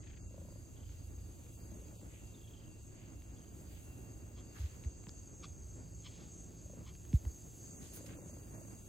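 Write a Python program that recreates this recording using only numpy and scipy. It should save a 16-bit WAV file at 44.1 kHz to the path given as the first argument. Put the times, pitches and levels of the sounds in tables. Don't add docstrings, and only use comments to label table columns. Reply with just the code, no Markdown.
import sys
import numpy as np
from scipy import signal
from scipy.fft import rfft, irfft
from scipy.io import wavfile
from scipy.ndimage import uniform_filter1d

SR = 44100
rng = np.random.default_rng(int(sys.argv[2]) if len(sys.argv) > 2 else 0)


def boost_factor(decibels):
    exponent = np.asarray(decibels, float) / 20
    return 10 ** exponent


def generate_wav(signal):
    frames = np.transpose(np.atleast_2d(signal))
    scaled = np.clip(frames, -1, 1) * 32767
    pcm = np.round(scaled).astype(np.int16)
    wavfile.write(sys.argv[1], SR, pcm)


N = 391608
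TIME = np.arange(N) / SR
HZ = np.maximum(np.arange(N // 2 + 1) * SR / N, 1)


def rms_one(x):
    return x / np.sqrt(np.mean(x ** 2) + 1e-20)


def in_time(rows):
    s, db = np.transpose(rows)
    return np.interp(TIME, s, db)


def at_hz(points):
    hz, db = np.transpose(points)
    return boost_factor(np.interp(np.log(HZ), np.log(hz), db))


def drift(rate_hz):
    r = np.exp(-80 * np.pi * rate_hz / SR)
    slow = signal.lfilter([1], [1, -2 * r, r * r], rng.standard_normal(N // 40 + 2002))[2000:]
    return np.interp(np.arange(N) / 40, np.arange(len(slow)), rms_one(slow))


def band(x, low_hz, high_hz, order=2):
    edges_hz = [low_hz, min(high_hz, SR / 2.2)]
    return signal.sosfilt(signal.butter(order, edges_hz, "band", fs=SR, output="sos"), x)


def ring(clicks, hz, t60_s):
    r, w = boost_factor(-60 / (t60_s * SR)), 2 * np.pi * hz / SR
    return signal.lfilter([0, np.sin(w)], [1, -2 * r * np.cos(w), r * r], clicks + 1e-18)


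def swell(clicks, hz, t60_s):
    rung = ring(ring(clicks, hz, t60_s), hz * 1.04, t60_s * .75)
    return rung * clicks.max() / np.abs(rung).max()


def spell(start_s, end_s, edge, t=TIME):
    from_edge_s = np.minimum(t - start_s, end_s - t)
    return np.clip(from_edge_s / (edge * (end_s - start_s)), 0, 1) ** 2


def hum(start_s, end_s, hz, level_db, edge):
    out, on = np.zeros(N), slice(int(start_s * SR), int(end_s * SR))
    wobble = rng.random() + .05 * np.sin(2 * np.pi * (1.3 * TIME[on] + rng.random()))
    tone = np.sin(2 * np.pi * (hz * TIME[on] + wobble))
    out[on] = spell(start_s, end_s, edge, TIME[on]) * boost_factor(level_db) * tone
    return out


def evenly(first_s, last_s, rate_hz):
    return np.linspace(first_s, last_s, round((last_s - first_s) * rate_hz) + 1)


def placed(x, pan_db):
    return x * boost_factor(np.multiply.outer([.5, -.5], pan_db)).reshape(2, -1)


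def wide(gain, side_gain):
    quarter_share = 0.54
    mid, other = rfft(rng.standard_normal((2, N)))
    side = side_gain * (quarter_share * 1j * mid + np.sqrt(1 - quarter_share ** 2) * other)
    mid, side = irfft(gain * np.array([mid, side]), N)
    return np.array([mid + side, mid - side]) / mid.std()


def add(out, start_s, sound):
    i = max(round(start_s * SR), 0)
    out[:, i:i + sound.shape[1]] += sound[:, :N - i]


def purr():
    # first_s, last_s, top_effort_db, tiring_db_per_s, pan_db (L-R)
    bouts = [
        (0.272, 0.556, -59, 24, 3),
        (1.647, 2.064, -69, -7, 9),
        (6.623, 6.808, -58.5, 64, 0),
        (7.934, 8.367, -60.5, 5, 0),
        (8.511, 8.682, -61, 55, -10),
    ]
    # hz, level_db, t60_s
    body = [(176, -1.5, 0.056), (330, -11.5, 0.029), (960, -15, 0.013)]
    throat_hz, rise_s, rise_db = 557, 0.07, 17
    out = np.zeros((2, N))
    for first_s, last_s, top_db, tiring_db, pan_db in bouts:
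        at = evenly(0, last_s - first_s, 28)
        for s, chance in zip(at, rng.standard_normal((20, 6))):
            effort_db = top_db - rise_db * max(1 - s / rise_s, 0) - tiring_db * max(s - rise_s, 0)
            snap = np.zeros(SR // 20)
            snap[0] = boost_factor(effort_db + 8.5 + 1.5 * chance[1])
            hz = throat_hz * (1.05 - 0.091 * s / at[-1] + 0.061 * chance[2])
            rings = swell(snap, hz, 0.02)
            for (body_hz, db, t60_s), c in zip(body, chance[3:]):
                rings = rings + boost_factor(db + 2.1 * c) * swell(snap, body_hz, t60_s)
            add(out, first_s + s + 0.00064 * chance[0], placed(rings, pan_db))
    return out


def chest_hum():
    # start_s, end_s, purr_rate_hz, second_multiple_db, third_multiple_db
    breaths = [(0.155, .6, 28.04, -58, -58), (0.683, 1.446, 28.22, -51, -56),
               (1.604, 1.95, 28.1, -56, -58.5), (1.945, 2.35, 28.2, -54, -68),
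               (3.05, 3.445, 28.1, -59, -62), (3.597, 4.05, 28.3, -55.5, -61),
               (4.16, 4.5, 27.84, -54.5, -62), (7.65, 8.1, 27.2, -60, -68), (8.14, 8.8, 28.2, -57.5, -64.5)]
    chest = 0
    for start_s, end_s, hz, second_db, third_db in breaths:
        chest = chest + hum(start_s, end_s, 2 * hz, second_db + 2.0, edge=0.31)
        chest = chest + hum(start_s, end_s, 3 * hz, third_db + 5.5, edge=0.22)
    return placed(chest, -1.3)


def bumps():
    # start_s, peak_db, start_hz, end_hz, swell_s
    knocks = [
        (4.589, -34.5, 205, 74, 0.016),
        (4.625, -31, 108, 77.5, 0.013),
        (4.853, -30, 220, 62, .011),
        (5.071, -43, 303, 90, 0.0043),
        (5.431, -50, 257, 152, 0.016),
        (7.258, -30, 130.8, 64, 0.01),
    ]
    # start_s, peak_db, start_hz, end_hz, swell_s
    pulls = [
        (7.1327, -19.5, 445, 58, 0.011),
    ]
    out, t = np.zeros((2, N)), np.arange(0, .12, 1 / SR)
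    for s, peak_db, start_hz, end_hz, swell_s, way in [(*row, 1) for row in knocks] + [(*row, -1) for row in pulls]:
        hz = end_hz + (start_hz - end_hz) * np.exp(-t / .0068)
        shape = (t / (2 * swell_s)) ** 1.42 * np.exp(1 - (t / (2 * swell_s)) ** 2)
        swoop = np.sin(2 * np.pi * np.cumsum(hz) / SR)
        add(out, s, placed(way * boost_factor(peak_db) * shape * swoop, -0.93))
    return out


def ticks():
    # start_s, peak_db, pitch_hz, pan_db (L-R)
    snaps = [(0.894, -54, 1170, -4), (1.465, -54, 802, -5), (1.884, -57, 2740, 14), (2.014, -53, 991, 4),
             (3.221, -51, 2740, 2), (4.587, -47, 702, 13), (4.838, -47, 2500, 8), (4.847, -49, 2680, -3),
             (5.039, -51, 802, -0.5), (5.069, -44.5, 904, 8), (5.087, -51, 4720, -17),
             (5.093, -38, 4700, 4), (6.204, -53, 4650, -0.5), (6.952, -51, 2430, 11), (7.052, -52, 2260, 2),
             (7.13, -42.5, 840, 2), (7.252, -44, 900, -1.0), (7.824, -52, 4700, -2), (7.97, -49, 802, 0.5)]
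    out, t = np.zeros((2, N)), np.arange(0, .03, 1 / SR)
    for s, peak_db, hz, pan_db in snaps:
        snap = .35 * rng.standard_normal(len(t)) * np.exp(-t / .0018)
        snap[0] = 2
        tick = band(snap, 500, 3050) + 1.43 * band(snap, hz / 1.63, hz * 1.29)
        add(out, s, placed(boost_factor(peak_db - 2.5) * tick / np.abs(tick).max(), pan_db))
    return out


def bites():
    # middle_s, half_length_s, level_db, tilt_db_per_octave, mouth_pitch_ratio
    crunches = [
        (4.388, 0.021, -65.5, -4, 0.94),
        (5.442, 0.014, -55, -4, 1.01),
        (6.064, 0.017, -55, 0.5, .93),
        (6.883, 0.023, -62.5, -4.5, 0.93),
    ]
    # hz, width_hz, level_db
    mouth = [(1200, 260, 2.5), (2400, 440, 4), (3480, 350, 11), (4450, 680, 6), (5250, 540, 2.5)]
    out = np.zeros((2, N))
    for s, half_s, level_db, tilt_db, ratio in crunches:
        t = np.arange(-3 * half_s, 8 * half_s, 1 / SR)
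        roughness_db = 3.5 * np.repeat(rng.standard_normal(len(t)), 40)[:len(t)]
        grains = rng.standard_normal(len(t)) * boost_factor(roughness_db)
        voiced = 0
        for hz, width_hz, db in mouth:
            resonance = band(grains, ratio * hz - width_hz / 2, ratio * hz + width_hz / 2)
            voiced = voiced + boost_factor(db + tilt_db * np.log2(hz / 2500)) * resonance
        shape = np.exp(-(t / half_s) ** 2) + .25 * (t > 0) * np.exp(-t / .04)
        add(out, s - 3 * half_s, placed(boost_factor(level_db) * shape * rms_one(voiced), -.3))
    return out


def brushes():
    # middle_s, half_length_s, level_db, low_hz, high_hz
    strokes = [(0.074, 0.059, -73.5, 1460, 3700), (0.917, 0.079, -76, 1500, 4980),
               (2.157, 0.058, -69.5, 1800, 3170), (3.025, 0.097, -73, 1870, 3280),
               (3.754, 0.082, -72.5, 1700, 3710), (4.564, 0.017, -63.5, 1200, 2050),
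               (4.62, 0.078, -64, 450, 4640), (4.733, 0.054, -71, 796, 3040),
               (6.171, 0.13, -68.5, 2310, 5030), (7.154, 0.02, -62, 801, 15000),
               (7.853, 0.043, -64, 1000, 11000), (7.958, 0.026, -53.5, 8700, 15700),
               (7.952, 0.051, -66, 1510, 6200), (8.068, 0.0074, -58, 1200, 12000),
               (8.112, 0.043, -64.5, 1090, 3100)]
    out = np.zeros((2, N))
    for s, half_s, level_db, low_hz, high_hz in strokes:
        t = np.arange(max(-2.5 * half_s, -s), 2.7 * half_s, 1 / SR)
        snags = boost_factor(2.2 * np.repeat(rng.standard_normal(len(t) // 150 + 1), 150)[:len(t)])
        mid, side = band(snags * rng.standard_normal((2, len(t))), low_hz, high_hz)
        fibres = np.array([mid + 0.79 * side, mid - 1.06 * side]) / mid.std()
        add(out, s + t[0], boost_factor(level_db) * np.exp(-(t / half_s) ** 2) * fibres)
    return out


def bird():
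    # first_note_s, last_note_s, first_hz, level_db, pan_db (L-R)
    trills = [
        (0.039, 0.173, 2500, -64.5, 8.5),
        (0.772, 0.929, 3250, -71.5, 3),
        (2.349, 2.672, 3480, -66.5, -2),
        (3.374, 3.544, 3240, -73, -1),
    ]
    notes_per_s, fall_hz_per_s = 31.2, 1340
    out, t = np.zeros((2, N)), np.arange(-.015, .05, 1 / SR)
    shape = np.exp(-(t / 0.01) ** 4) + 0.16 * (t > 0) * np.exp(-t / 0.011)
    for first_s, last_s, first_hz, level_db, pan_db in trills:
        at = evenly(first_s, last_s, notes_per_s)
        width_hz = 430 * (3480 / first_hz) ** 3.8
        for k, (s, chance) in enumerate(zip(at, rng.standard_normal((16, 2)))):
            share = (s - first_s) / (last_s - first_s)
            hz = (first_hz - fall_hz_per_s * (s - first_s)) * (1 + .012 * chance[0])
            breath = rng.standard_normal(len(t) + 500)
            note = rms_one(band(breath, hz - width_hz / 2, hz + width_hz / 2)[500:])
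            if width_hz < 700:
                note = note + np.sin(2 * np.pi * hz * t * (1 - 1.5 * t))
            arch_db = -14 * (share - .42) ** 2 - 2.0 * (k % 2)
            note_db = level_db - 3.0 + arch_db + 2.0 * chance[1]
            add(out, s + t[0], placed(boost_factor(note_db) * shape * note, pan_db))
    return out


def chorus(zeal_db, keen_db):
    # hz, width_hz, level_db, side_mid_db
    resonances = [(6470, 410, 2, -6), (7280, 710, -2.5, -10), (8000, 250, -9, 0.5)]
    throb_s, throb_first_s = .322, 5.74
    throb_db = (0.34 + .2 * keen_db) * np.cos(2 * np.pi * (TIME - throb_first_s) / throb_s)
    buzz = 0
    for hz, width_hz, db, side_db in resonances:
        buzz_db = 1.1 * drift(30) + 1.2 * drift(4.2)
        buzz = buzz + boost_factor(db + buzz_db) * wide(1 / (1 + (2 * (HZ - hz) / width_hz) ** 2), boost_factor(side_db))
    return boost_factor(zeal_db + throb_db) * buzz / buzz.mean(axis=0).std()


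def chirper(keen_db):
    chirp_s, chirp_first_s = .355, 0.555
    chirp_db = 2 * np.cos(2 * np.pi * (TIME - chirp_first_s) / chirp_s)
    bursts_db = 1.2 * drift(6) + 1.5 * drift(25)
    level_db = -80.5 + 0.6 * keen_db + chirp_db - 1.0 + bursts_db
    return boost_factor(level_db) * wide(1 / (1 + ((HZ - 4680) / 210) ** 2), 0.79)


def whine():
    # start_s, end_s, level_db
    spells = [
        (2.1, 3.496, -90),
        (3.75, 5.31, -88.5),
        (5.995, 6.495, -107),
        (7.997, 8.945, -89),
    ]
    turns = 2736 * TIME + .2 * drift(8) + np.array([[.1], [-.1]])
    waver_db = 2.5 * drift(6)
    strength = boost_factor(-88) + sum(boost_factor(db) * spell(a, b, edge=0.072) for a, b, db in spells)
    return strength * boost_factor(6.5 + waver_db) * np.sin(2 * np.pi * turns)


def insects():
    zeal_db = in_time([(0, -63.5), (.3, -66.5), (4.4, -67), (5.0, -62), (5.75, -61.5), (6.4, -60.5),
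                       (6.52, -63.5), (7.05, -64), (7.5, -60.5), (7.8, -59), (8.2, -64), (8.88, -63)])
    keen_db = zeal_db - zeal_db.min()
    return chorus(zeal_db, keen_db) + chirper(keen_db) + whine()


def leaves():
    near_db = in_time([(0, -85), (.25, -83.5), (.45, -75.5), (.75, -77), (1.0, -75), (1.75, -73.5),
                       (2.5, -76), (2.95, -80), (3.45, -76.5), (3.6, -72), (3.95, -72), (4.4, -79),
                       (4.62, -72), (4.95, -80.5), (6.3, -79.5), (7.15, -73), (7.9, -72), (8.88, -73.5)])
    # hz, level_db_per_hz
    spectrum = [(1500, -18), (2500, 5.5), (3800, 3.5), (5400, -1), (8000, 1), (10000, -12), (11800, -7),
                (14500, -4), (16000, -7)]
    side = at_hz([(1500, -7), (2500, -2), (4000, -1), (4700, -14), (5400, -24), (7000, -1), (9000, 11)])
    far_db = -88 + 0.33 * (near_db - near_db.mean())
    bright = 1 / (1 + (8800 / HZ) ** 12)
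    colour = at_hz(spectrum) / (1 + (1300 / HZ) ** 4)
    far = boost_factor(far_db + 11.0 + 1.0 * drift(2.2)) * wide(colour * np.sqrt(1 - bright), side)
    near = 0
    for half in (HZ < 12000, HZ >= 12000):
        near = near + boost_factor(near_db + 1.0 + 1.3 * drift(9.2)) * wide(colour * np.sqrt(bright) * half, 1.1)
    return far + near


def motors():
    # hz, level_db
    steady = [(107.7, -59.5)]
    # start_s, end_s, hz, level_db
    passing = [
        (2.6, 4.6, 71.4, -64),
        (5.3, 7.6, 166.7, -60.5),
        (8.15, 8.85, 147.3, -69),
    ]
    lines = sum(hum(*row, edge=0.26) for row in passing)
    for hz, db in steady:
        turns = hz * TIME + 0.037 * drift(1.0)
        lines = lines + boost_factor(db + 2 + .9 * drift(0.96)) * np.sin(2 * np.pi * turns)
    return placed(lines, -1.3)


def traffic():
    rumble_db = in_time([(0, -51), (1.0, -51), (1.5, -53), (3.0, -53), (4.4, -56), (5.6, -50.5),
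                         (6.2, -55.5), (6.9, -51.5), (8.0, -59.5), (8.6, -59.5), (8.88, -53.5)])
    # hz, level_db_per_hz
    spectrum = [(13, -59), (22, -14), (62, 6.5), (101, -1), (150, -8.5), (215, -13), (325, -13), (474, -23),
                (544, -23.5), (1050, -35.5), (1930, -38.5), (2500, -39), (3250, -80), (5500, -120)]
    side = at_hz([(30, -17), (90, -7), (180, -8), (350, -7), (700, -1.5), (1400, 3), (2500, -2)])
    drone_db = -60.5 - 0.37 * (rumble_db - rumble_db.mean())
    deep = 1 / (1 + (HZ / 130) ** 6)
    colour = at_hz(spectrum) / (1 + (HZ / 3000) ** 4)
    rumble = boost_factor(rumble_db - 2.5 + 0.42 * drift(7.4)) * wide(colour * np.sqrt(deep), side)
    drone = boost_factor(drone_db + 3.0 + 1.7 * drift(9.0)) * wide(colour * np.sqrt(1 - deep), side)
    return (rumble + drone) * boost_factor([[-.35], [.35]])


def scene():
    cat = purr() + chest_hum()
    close = bumps() + ticks() + bites() + brushes()
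    return cat + close + bird() + insects() + leaves() + motors() + traffic()


def thinned(x, gaps, hole_db):
    # start_s, end_s, extra_db
    starved = [
        (0, .3, 2),
        (1.1, 1.55, 1.8),
        (1.55, 2.05, 3.4),
        (2.3, 2.9, 1.4),
        (3.2, 3.55, 2),
        (7.7, 8.9, 3.4),
    ]
    hz, s, cells = signal.stft(x, SR, nperseg=1024, noverlap=512)
    rows_hz = hz[:, None]
    for low_hz, high_hz, start_s, end_s in gaps:
        ragged_hz = 150 * np.round(1.1 * uniform_filter1d(rng.standard_normal((2, len(s))), size=3))
        lost = (rows_hz > low_hz + ragged_hz[0]) & (rows_hz < high_hz + ragged_hz[1])
        cells[lost & (s >= start_s) & (s < end_s)] *= .003
    patches = uniform_filter1d(uniform_filter1d(np.abs(cells) ** 2, size=5, axis=0), size=3, axis=1)
    here = np.exp(uniform_filter1d(np.log(patches + 1e-30), size=25, axis=1))
    reference = np.median(here[(hz > 1500) & (hz < 2600)])
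    usual = here * np.clip(np.sqrt(reference / here), .5, 2.2)
    for start_s, end_s, extra_db in starved:
        hole_db = hole_db + extra_db * (rows_hz < 6000) * (s >= start_s) * (s < end_s)
    cells[(rows_hz > 1500) & (patches < usual * boost_factor(2 * hole_db))] *= .05
    return signal.istft(cells, SR, nperseg=1024, noverlap=512)[1][:N]


def low_pass(x):
    return signal.sosfilt(signal.butter(12, 16090, fs=SR, output="sos"), x)


def record(dry):
    # low_hz, high_hz, start_s, end_s
    mid_gaps = [
        (8400, 9680, 0, 7.68),
        (12520, 13880, 0, 9),
        (15780, 17000, 0, 9),
    ]
    # low_hz, high_hz, start_s, end_s
    side_gaps = [
        (10200, 11800, 0, 9),
        (14500, 17000, 0, 9),
        (2500, 7600, 5.22, 7.66),
    ]
    mid = thinned(dry.mean(axis=0), mid_gaps, hole_db=-5.6)
    side = thinned((dry[0] - dry[1]) / 2, side_gaps, hole_db=-4.6)
    return low_pass(np.array([mid + side, mid - side]))


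dry = scene()
out = record(dry)
generate_wav(out)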